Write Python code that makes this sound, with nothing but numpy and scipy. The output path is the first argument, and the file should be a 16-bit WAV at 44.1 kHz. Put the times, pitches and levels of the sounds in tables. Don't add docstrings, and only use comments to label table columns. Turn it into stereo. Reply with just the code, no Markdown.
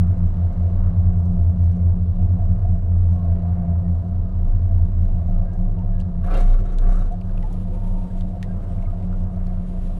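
import sys
import numpy as np
from scipy import signal
from scipy.fft import rfft, irfft, next_fast_len
from scipy.io import wavfile
from scipy.ndimage import uniform_filter1d

SR = 44100
rng = np.random.default_rng(int(sys.argv[2]) if len(sys.argv) > 2 else 0)


def file_out(sig):
    cols = np.atleast_2d(sig).T
    lim = np.clip(cols, -1, 1)
    pcm = np.round(lim * 32767).astype(np.int16)
    wavfile.write(sys.argv[1], SR, pcm)


def invert_db(level):
    return 10 ** (np.asarray(level, dtype=float) / 20)


N = 440559
T = np.arange(N) / SR
M = next_fast_len(N)
HZ = np.arange(M // 2 + 1) * SR / M + 1e-3

# time in seconds, level in dB.
SHAKE_LEVEL = [(0, -32), (.8, -21), (1.7, -28.5), (2.5, -21.5), (4.05, -31.5), (4.4, -17.5), (6.05, -21.5),
               (6.22, -25), (6.33, -13), (6.56, -11), (6.7, -20.5), (6.9, -9.5), (7.27, -27.5), (7.48, -17),
               (7.63, -33), (7.76, -18), (8.43, -26), (9.35, -22.5)]
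# pitch in Hz, sag in Hz per second before the rise,
# late rise in Hz, level against its control in dB, wander in dB. All tables of tones share these columns.
SHAKE_TONES = [(30.12, 0.00082, 0.0051, -1, 1.0)]
SWAY_TONES = [(26.55, 0.00043, 0.45, -0.8, 5)]
SWAY_DB, SWAY_FADE_DB, SWAY_SHARE = -28, -6.5, .15
RISE_FROM_S, RISE_S, DRIFT_SHARE = 6.0, 3, .0025

# time in seconds, main strands in dB, upper strand in dB.
ROPE_LEVEL = [(0, -19, -22.5), (.6, -22, -35), (.95, -20.5, -21), (1.25, -21.5, -31), (1.55, -15, -40),
              (2.15, -21.5, -27.5), (2.65, -21.5, -21.5), (3.1, -16.5, -37.5), (4.05, -22.5, -34),
              (4.7, -22, -27.5), (5, -20.5, -38.5), (5.65, -28, -26), (6.25, -30.5, -34), (6.9, -32, -38),
              (7.2, -37, -30.5), (8.1, -34.5, -34), (9.1, -30.5, -34.5), (9.99, -33.5, -42)]
# time in seconds, lower overtone in dB, higher overtone in dB.
OVERTONE_LEVEL = [(0, -24.5, -37.5), (.35, -26, -36.5), (.65, -34.5, -37), (.95, -27.5, -34),
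                  (1.55, -29, -33), (2.5, -35, -33.5), (3.1, -31, -39), (3.78, -24, -39.5),
                  (4.06, -39, -34), (4.7, -40.5, -39.5), (5.3, -32, -33.5), (5.95, -31.5, -36),
                  (6.6, -43, -37.5), (7.5, -42, -36.5), (8.05, -42, -50), (8.6, -41.5, -43),
                  (9.05, -37, -30), (9.99, -49.5, -33.5)]
# time in seconds, level in dB.
TOP_OVERTONE_LEVEL = [(0, -42), (2, -51.5), (5, -47), (5.6, -41.5), (6.5, -37.5), (7, -49.5), (8, -29.5),
                      (8.5, -35.5), (9, -47.5), (9.99, -55)]
STRAND_TONES = [(88.08, .3, 3.225, -1, 2.1), (83.3, .3, 1.495, -6, 3)]
UPPER_TONES = [(97.23, 0.0, 0.33, 0.0, 2.2)]
LOW_OVERTONE_TONES = [(175.1, .45, 0.624, -1, 2.5), (170, 0.49, 1.5, -10.5, 1.4)]
HIGH_OVERTONE_TONES = [(180.2, .25, 1.58, 0.00057, 1)]
TOP_TONES = [(183.5, 0.00021, 0.0022, 0.002, 0.97)]
THIRD_TONES = [(269, .3, 3.05, -0.5, 3), (261, .5, 3.3, -6, 3)]
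THIRD_DB, THIRD_SHARE = -57.5, 0.89

# frequency in Hz, density in dB
# per Hz.
SHELL_DENSITY = [(15, 12), (38, 2), (48, 7), (70, 6), (90, 12), (130, -2), (160, -5), (185, 6),
                 (120, -20.5), (200, -3.5), (231, -9.5), (321, -14), (471, -14), (690, -16.5), (798, -24),
                (1130, -25.5), (2420, -45), (2850, -46), (8500, -58.5), (12900, -63.5), (15500, -93)]
# frequency in Hz, width in Hz, level above the drone in dB.
PANEL_MODES = [(107.8, 2.5, 6.3), (146.2, 11, 8.9), (268, 11, 1.9), (365, 16, 2.6), (528, 10, 1.6),
               (678.3, 35, 10.4), (717, 26, 9.4), (903, 11, 6.5), (1160, 23, 1.6), (1240, 18, 8),
               (2127, 120, 6), (1335, 11, 5), (2820, 54, 3.6), (3840, 520, 1.9)]
# time in seconds, drone strength in dB.
LOAD = [(0, -5), (.3, 0), (.55, 1.5), (1.7, 0), (2, -5), (2.3, 3), (3, -3.5), (3.3, 5.5), (3.8, 3),
        (4.15, -4.5), (5, 0), (5.35, 4), (5.7, -1), (7.5, -1), (7.9, 0), (8.75, 0.5), (9.3, -3.5),
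        (9.99, 0)]
# time in seconds, peak in dB.
NUDGES = [(0.409, -35.5), (0.597, -36.5), (0.648, -42.5), (0.863, -39.5), (1.076, -41.5), (1.228, -42.5),
          (1.351, -39.5), (2.176, -33.5), (2.386, -38.5), (2.52, -33.5), (2.644, -34), (2.73, -39.5),
          (2.858, -45.5), (3.255, -36.5), (3.448, -37), (3.554, -41), (3.613, -38), (3.733, -41),
          (4.031, -40.5), (4.225, -42), (4.371, -40), (4.452, -34), (4.646, -39), (5.286, -33),
          (5.414, -36), (5.553, -40.5), (5.63, -42), (5.82, -48), (7.18, -42), (7.33, -43), (7.919, -42),
          (8.061, -45), (8.152, -36), (8.33, -34), (8.46, -37), (8.658, -39), (8.69, -33), (8.74, -43),
          (8.83, -29), (8.93, -32), (9.0, -41), (9.255, -30), (9.366, -28), (9.463, -33), (9.695, -37),
          (9.83, -42)]
SHELL_DB, NUDGE_T60_S, NUDGE_DB, CALM_DB = -44, 0.28, 40, -3
UPPER_SHARE, SETTLE_DB, SETTLE_S = 0.33, 5.5, 0.74
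# frequency in Hz, left-right likeness from 0 to 1.
LIKENESS = [(60, 0.94), (130, 1), (290, 0.7), (640, 0.3), (1410, 0.15), (3100, 0.07), (6820, 0.08),
            (15000, 0.3)]
# frequency in Hz, left minus right in dB.
LEAN = [(60, 3.5), (110, -0.5), (200, -0.5), (380, 0.0), (700, 2), (1290, 4.5), (2380, -1), (4400, 0.5),
        (8120, 0.5), (15000, -1)]
PORT_LAG_S = .0001

# time in seconds, level in dB.
JOLT_LEVEL = [(6.2, -61.5), (6.24, -44.5), (6.28, -38), (6.31, -37.5), (6.335, -30), (6.41, -33),
              (6.44, -44), (6.5, -44), (6.58, -51), (6.67, -43.5), (6.78, -49.5), (6.85, -40.5),
              (6.92, -39), (6.97, -47.5), (7.08, -46.5), (7.25, -60)]
# time in seconds, then fitting, frame, bracket and air in dB.
STRIKES = [(6.2337, -63, -61, -71, -70), (6.243, -62, -62, -71, -65.5), (6.2627, -65, -55, -69, -61),
           (6.304, -64, -45, -63, -61), (6.339, -57, -37.5, -52, -55.5), (6.3704, -44, -41.5, -54, -56.5),
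           (6.4027, -42, -50, -59, -59), (6.4288, -62, -57.5, -65, -71), (6.459, -50.5, -51, -63, -73),
           (6.4908, -52, -52.5, -62, -73), (6.5251, -52, -53, -58, -69), (6.5916, -51, -53, -68, -72.5),
           (6.6532, -55, -59, -66, -81), (6.6867, -63, -60, -63, -75), (6.721, -52, -54, -71, -75),
           (6.8189, -54, -59, -68, -75), (6.864, -70, -59, -68, -75.5), (6.8867, -48, -62, -64, -69.5),
           (6.9199, -45, -54, -58, -65), (6.9544, -48, -62, -65, -70), (6.99, -51, -58, -56, -71.5),
           (7.0215, -57, -65, -68, -81.5), (7.0554, -57, -60, -67, -77), (7.1194, -55, -61, -70, -76)]
# time in seconds, peak in dB.
KNOCKS = [(6.2397, -34), (6.275, -29.5), (6.3041, -30), (6.33, -35), (6.356, -26.5), (6.39, -41),
          (6.4248, -38.5), (6.46, -44.5), (6.495, -43), (6.5356, -34.5), (6.584, -40), (6.655, -41),
          (6.69, -44), (6.725, -42), (6.784, -40), (6.8149, -41.5), (6.8349, -38.5), (6.8638, -41),
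          (6.8918, -40), (6.9092, -37.5), (6.94, -36), (6.97, -38), (7.0, -41), (7.0494, -43),
          (7.1472, -48)]
# time in seconds, peak in dB.
STRAYS = [(0.05, -60), (0.1726, -55), (0.275, -59), (0.468, -58), (0.574, -55), (0.628, -60.5),
          (0.701, -62), (0.7876, -60), (1.187, -57), (1.2526, -54.5), (1.4925, -67.5), (1.5838, -69),
          (1.6353, -54), (1.7143, -54), (2.0925, -61.5), (3.093, -60.5), (3.126, -58), (3.315, -60.5),
          (3.479, -61.5), (2.965, -60), (3.42, -60), (4.82, -60), (5.03, -54), (5.08, -66), (5.27, -64),
          (5.3, -59), (5.532, -51), (.352, -65), (.525, -58), (.89, -63), (1.31, -58.5), (2.16, -62.5),
          (3.19, -62.5), (4.46, -64), (5.59, -62)]
# time in seconds, level in dB.
SNAPS = [(.1, -67.5), (0.251, -71), (.352, -72.5), (.525, -70), (1.585, -69), (2.965, -71.5),
         (5.175, -69.5), (5.585, -69.5), (7.125, -73.5), (7.21, -68.5), (7.297, -70), (7.377, -65.5),
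         (7.428, -69.5), (7.528, -64), (8.428, -60.5), (9.469, -69)]
# frequency in Hz, width in Hz, level in dB.
CLATTER_MODES = [(537, 27, -1.5), (711.5, 40, 5), (1136, 52, -3), (1320, 43, -5), (1500, 34, -11),
                 (1660, 44, -12)]
FITTING_MODES = [(6300, 420, 1), (5750, 400, 0.5), (8040, 1200, -1), (8900, 700, -7), (7000, 3500, -13.5)]
LOOSE_MODES = [(4300, 980, -3.5), (6000, 1000, -0.5), (8450, 2000, -8), (7000, 11000, -11)]
FRAME_MODES = [(2040, 50, 0), (2130, 70, 1.5), (2340, 50, -1), (2764, 67, 2), (3190, 80, -3),
               (4210, 300, -9), (2700, 2600, -10.5)]
BRACKET_MODES = [(3800, 170, 6), (4400, 500, -11)]
AIR_MODES = [(10610, 250, 0.5), (11500, 300, 0), (12800, 400, -3.5), (10000, 3500, -3),
             (13300, 2000, -13.5)]

# start in seconds, length in seconds, pitch in
# Hz, level in dB.
RINGS = [(3.11, 0.23, 1088, -57.5), (3.699, 0.097, 1262, -55.5), (5.436, 0.15, 1615, -59.5),
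         (5.753, 0.1, 914, -52.5), (5.87, 0.21, 1667, -63), (7.425, 0.051, 860, -41.5),
         (7.62, 0.69, 914, -52), (8.465, 0.073, 1600, -56), (8.85, .065, 1254, -54), (3.84, .06, 1850, -65),
         (3.7, 0.091, 1700, -65), (9.125, .05, 1100, -57), (9.035, 0.048, 1150, -63),
         (9.7, 0.027, 500, -43), (3.95, 0.17, 3100, -80.5), (0.48, .1, 4250, -72.5), (5.275, .04, 694, -45),
         (4, 0.07, 690, -47), (7.495, .03, 780, -48.5), (6.302, 0.032, 2400, -52), (6.34, .028, 2720, -52),
         (6.325, .03, 710, -36), (7.1, 0.06, 705, -35), (6.272, .03, 1250, -46), (9.125, .04, 1420, -56),
         (6.345, .045, 3750, -54), (6.24, 0.022, 1700, -52), (6.455, .04, 3850, -64),
         (6.49, .03, 3800, -65), (6.525, .05, 3800, -65), (6.655, .025, 3750, -66), (6.688, .03, 3800, -65),
         (6.915, .03, 3800, -65), (6.99, .035, 3800, -63), (5.2, 0.33, 540, -48), (5.6, 0.28, 600, -58),
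         (7.7, .08, 515, -42), (8.4, .1, 510, -47), (5.2, .2, 170, -48), (7.29, 0.016, 450, -41),
         (8.1, .016, 1620, -54), (6.455, .025, 2130, -59), (6.535, .03, 2050, -61), (6.88, .02, 2000, -59),
         (6.83, .025, 1500, -54), (6.93, .07, 1250, -50), (9, 0.043, 1000, -49), (8.85, 0.018, 2200, -60)]

# time in seconds, peak in dB, top part in dB, left minus right in dB.
TICKS = [(6.0022, -47.5, -51.5, -1.5), (6.7858, -41, -50.5, 0), (7.2146, -49, -75, -11),
         (7.295, -44, -72.5, -8), (7.3775, -42, -68, -5.5), (7.428, -38.5, -63, 1),
         (7.528, -60, -55.5, 9.5), (8.2095, -46.5, -59.5, -2), (8.4283, -29, -48.5, 2),
         (8.8248, -47, -75, -10.5), (8.852, -46, -77, -6), (9.027, -45.5, -72, -6.5),
         (9.364, -59, -67.5, 0), (9.469, -55, -63.5, 0), (5.79, -55.5, -79, -2), (6.012, -49, -66, 1),
         (7.211, -54, -76, 0), (7.298, -32, -80, -1), (7.312, -59, -76, 0), (8.21, -42, -75.5, 1),
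         (8.789, -52, -78.5, 0), (9.127, -35.5, -71, 1.5), (9.16, -62, -75, -2), (9.235, -61, -76, -2),
         (7.373, -43, -75, -4), (8.2095, -47, -75.5, -2), (6.793, -44, -76, 0), (7.429, -59, -75, 0),
         (8.36, -38, -80, 0), (9.14, -46, -82, 0)]
TICK_HZ = [2920, 3700, 2500, 1600, 2540, 1864, 5700, 3360, 1890, 2230, 2240, 2160, 4000, 4540, 2800, 4300,
           4500, 450, 4500, 1380, 2200, 1310, 3000, 5600, 1400, 2000, 1500, 5300, 500, 1350]

# time in seconds, strength in dB, centre of the fine hiss in Hz.
RUSTLE = [
    (7.2, -68.5, 9000),
    (7.62, -62, 10470),
    (7.95, -62, 9560),
    (8.2, -62, 7960),
    (8.33, -68.5, 8550),
    (8.72, -63.5, 8580),
    (8.9, -68, 8480),
    (9.55, -66, 9200),
    (9.85, -61.5, 9450),
]
FINE_UNDER_DULL_DB = -7
HISS_DB = -84


def level(x, db):
    return x * invert_db(db) / np.sqrt(np.mean(x ** 2))


def curves(table, silent_db=None):
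    s, *columns = np.transpose(table)
    return [np.interp(T, s, c, silent_db, silent_db) for c in columns]


def shape(table):
    hz, value = np.transpose(table)
    return np.interp(np.log(HZ), np.log(hz), value)


def peak(hz, width):
    return 1 / (1 + 1j * (HZ / hz - hz / HZ) * hz / width)


def ringing(modes, top_hz=10500):
    power = sum(invert_db(db) ** 2 * abs(peak(hz, width)) ** 4 for hz, width, db in modes)
    return np.sqrt(power / (1 + (HZ / top_hz) ** 10))


def filt(x, gain):
    return irfft(rfft(x, M) * gain, M)[..., :N]


def walk(rate):
    k = int(SR / rate)
    held = np.repeat(rng.standard_normal(N // k + 1), k)
    return 1.2 * uniform_filter1d(uniform_filter1d(held, k), k)[:N]


def bursts(times, gains, t60):
    hits = np.zeros(N)
    hits[(np.asarray(times) * SR).astype(int)] = gains
    return signal.lfilter([1], [1, -np.exp(-np.log(1000) / (t60 * SR))], hits)


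def stereo_noise():
    a, b = rfft(rng.standard_normal((2, M)))
    like = np.clip(shape(LIKENESS), 0, 1)
    lean = invert_db(shape(LEAN) / 2)
    left = a * lean * np.exp(-2j * np.pi * HZ * PORT_LAG_S)
    right = (like * a + np.sqrt(1 - like ** 2) * b) / lean
    return np.array([left, right])


def tones(control_db, table, lean_db, skew):
    sides, out, phases = np.array([[.5], [-.5]]), 0, []
    rise = np.clip((T - RISE_FROM_S) / RISE_S, 0, 1)
    before_s = np.minimum(T, RISE_FROM_S)
    for hz, sag_hz, rise_hz, db, wander_db in table:
        glide = hz - sag_hz * before_s + rise_hz * rise
        pitch = glide * (1 + DRIFT_SHARE * walk(3))
        phase = 2 * np.pi * np.cumsum(pitch) / SR + len(phases) * np.pi / 2
        phases.append(phase)
        gain = invert_db(control_db + db + wander_db * walk(6.5) + lean_db * sides)
        out = out - np.sqrt(2) * gain * np.cos(phase + skew * walk(0.98) * sides)
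    return out, phases[0]


def cabin_shake():
    shake_db, = curves(SHAKE_LEVEL)
    shake, phase = tones(shake_db, SHAKE_TONES, 1.7, .04)
    follow_db = SWAY_SHARE * (shake_db - shake_db.mean())
    sway_db = SWAY_DB + follow_db + SWAY_FADE_DB * np.clip(T - 7.8, 0, 1)
    sway = tones(sway_db, SWAY_TONES, 1.7, .04)[0]
    return shake + sway, phase


def rope_hum():
    strand_db, upper_db = curves(ROPE_LEVEL)
    low_db, high_db = curves(OVERTONE_LEVEL)
    top_db, = curves(TOP_OVERTONE_LEVEL)
    third_db = THIRD_DB + THIRD_SHARE * (strand_db - strand_db.mean())
    hum = tones(strand_db, STRAND_TONES, .3, .15)[0]
    hum = hum + tones(upper_db, UPPER_TONES, .3, .15)[0]
    hum = hum + tones(low_db, LOW_OVERTONE_TONES, -.2, 0.44)[0]
    hum = hum + tones(high_db, HIGH_OVERTONE_TONES, -.2, 0.25)[0]
    hum = hum + tones(top_db, TOP_TONES, -.2, 0.25)[0]
    return hum + tones(third_db, THIRD_TONES, -.2, 0.5)[0]


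def shell_drone(shake_phase):
    modes = sum(invert_db(db) ** 2 * abs(peak(hz, w)) ** 4 for hz, w, db in PANEL_MODES)
    noise = stereo_noise() * invert_db(shape(SHELL_DENSITY)) * np.sqrt(1 + modes)
    noise /= np.sqrt(2 * np.mean(np.sum(abs(noise[:, HZ > 200]) ** 2, axis=1))) / M
    panel_db, = curves(LOAD)
    upper_db = UPPER_SHARE * panel_db + SETTLE_DB * np.exp(-T / SETTLE_S)

    panel = abs(peak(695, 91)) ** 2
    out = irfft(noise * panel, M)[:, :N] * invert_db(panel_db + 2 * walk(14))
    nudge_s, nudge_db = np.transpose(NUDGES)
    flare = bursts(nudge_s, invert_db(nudge_db + NUDGE_DB), NUDGE_T60_S)
    out *= invert_db(CALM_DB) + uniform_filter1d(flare, size=250)

    noise *= np.sqrt(1 - panel ** 2)
    rope_db = curves(ROPE_LEVEL)[0]
    for k in range(13):
        band = np.cos(np.pi / 2 * np.clip(np.log2(HZ / 30) * 1.3 - k, -1, 1))
        if k < 4:
            load_db = 0.29 * (rope_db - rope_db.mean())
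        else:
            load_db = upper_db * (.8 if k > 5 else .4)
        buzz_db = min(k / 8, 1) * 1.4 * np.sin(shake_phase)
        out = out + irfft(noise * band, M)[:, :N] * invert_db(load_db + 1.7 * walk(7.6) + buzz_db)
    return out * invert_db(SHELL_DB)


def fitting_rattle():
    s, fitting_db, frame_db, bracket_db, air_db = np.transpose(STRIKES)
    snap_s, snap_db = np.transpose(SNAPS)
    stray_s, stray_db = np.transpose(STRAYS)
    knock_s, knock_db = np.transpose(KNOCKS)
    jolt_db, = curves(JOLT_LEVEL, silent_db=-88.0)
    grain = irfft(stereo_noise(), M)[:, :N] * invert_db(1.5 * walk(300))
    grain /= grain.std()

    blows = grain * (.6 + bursts(s, 0.8, 0.3))
    low = level(filt(blows, ringing(CLATTER_MODES[:2] + [(386, 430, -6.0)])), -5.0)
    knocks = uniform_filter1d(bursts(knock_s, invert_db(knock_db), 0.26), size=120)
    high = filt(grain * knocks, ringing(CLATTER_MODES[2:] + [(1370, 390, -14)]))

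    chance = rng.random((400, 2))
    crackle_db = -72.0 - 4.4 * np.log10(chance[:, 1])
    crackle = bursts(chance[:, 0] * T[-1], invert_db(crackle_db), 0.073)
    faint = crackle + bursts(stray_s, invert_db(stray_db - 2.0), 0.084)
    strikes = bursts(s, invert_db(fitting_db - 2.5), 0.12)
    fittings = filt(grain * strikes, ringing(FITTING_MODES)) + filt(grain * faint, ringing(LOOSE_MODES))

    bracket = filt(grain[::-1] * bursts(s, invert_db(bracket_db + 7.0), 0.19), ringing(BRACKET_MODES))
    frame_hits = uniform_filter1d(bursts(s, invert_db(frame_db), 0.2), size=300)
    frame = filt(grain * frame_hits, ringing(FRAME_MODES))
    splashes = bursts(s, invert_db(air_db), 0.15) + bursts(snap_s, invert_db(snap_db), 0.091)
    air = filt(grain[:, ::-1] * splashes, ringing(AIR_MODES, top_hz=14000))

    panels = invert_db(jolt_db) * low + invert_db(14) * high
    return panels + invert_db(3.5) * fittings + bracket + invert_db(10.5) * frame + invert_db(10.0) * air


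def brief_rings():
    out = np.zeros((2, N))
    for s, length, hz, db in RINGS:
        i, n = int(s * SR), int(length * SR)
        wobble = uniform_filter1d(uniform_filter1d(rng.standard_normal((2, n)), 400), 200) * 20
        unsteady = (.6 + 1.2 * (hz > 2500)) * wobble[0]
        phase = 2 * np.pi * hz * T[:n] + unsteady + rng.uniform(0, 4, (2, 1))
        gain = invert_db(db + 3 + 2.5 * np.clip(wobble[1], -2, 1)) * np.hanning(n) ** .6
        out[:, i:i + n] += gain * np.sin(phase)
    return out


def trim_ticks():
    size, lead = 4096, 32
    out, t = np.zeros((2, N + size)), T[:size]
    hz = np.fft.rfftfreq(size, 1 / SR) + 1
    decay = (np.exp(-t / .002) + invert_db(-12) * np.exp(-t / .014)) * (t > lead / SR)
    for (s, db, top_db, pan_db), centre_hz in zip(TICKS, TICK_HZ):
        one, two = rng.standard_normal((2, size)) * decay
        one *= .55
        one[lead + 1] += 6
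        ports = np.array([one + 0.43 * two, one - 0.63 * two])

        ring = 1 / (1 + 4.5j * (hz / centre_hz - centre_hz / hz)) ** 2
        knock = 1 / abs(1 + .75j * (hz / 2900 - 2900 / hz)) ** 3
        knock_gain = min(0.3 * invert_db(top_db - db + 21.5), .6)
        body = invert_db(db + 10.0) * np.hypot(1.4 * abs(ring), knock_gain * knock)
        top = invert_db(top_db + 10.0) / (1 + .8j * (hz / 7000 - 7000 / hz)) ** 4
        response = np.hypot(body, abs(top)) * ring / abs(ring) / (1 + (hz / 13500) ** 6)

        pan = invert_db(np.array([[pan_db], [-pan_db]]) / 2)
        i = int(s * SR) - lead
        out[:, i:i + size] += irfft(rfft(ports) * response) * (t < .07) * pan
    return out[:, :N]


def cloth_rustle():
    dull_db, centre_hz = curves(RUSTLE)
    fine_db = dull_db + FINE_UNDER_DULL_DB
    onset = np.clip((T - RUSTLE[0][0]) * 10, 0, 1)
    noise = rng.standard_normal((2, N)) * invert_db(2.5 * walk(60)) * onset
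    dull = level(filt(noise, peak(2600, 3600) ** 2), -5.5)
    carrier = np.cos(2 * np.pi * np.cumsum(centre_hz) / SR)
    narrow = level(filt(noise, 1 / (1 + (HZ / 1100) ** 4)), -7.0) * carrier
    broad = level(filt(noise, peak(6500, 12000) ** 3 / (1 + (HZ / 12000) ** 6)), -7.5)
    return invert_db(dull_db) * dull + invert_db(fine_db) * (narrow + broad)


def scene():
    shake, shake_phase = cabin_shake()
    moving = shake + rope_hum() + shell_drone(shake_phase)
    return moving + fitting_rattle() + brief_rings() + trim_ticks() + cloth_rustle()


def low_pass(x):
    return signal.sosfilt(signal.butter(12, 15710, fs=SR, output="sos"), x)


def record(dry):
    hiss = invert_db(HISS_DB) * rng.standard_normal(dry.shape)
    fade = np.clip(np.minimum(T + .0017, T[-1] - T) / .004, 0, 1)
    return low_pass((dry + hiss) * fade)


dry = scene()
out = record(dry)
file_out(out)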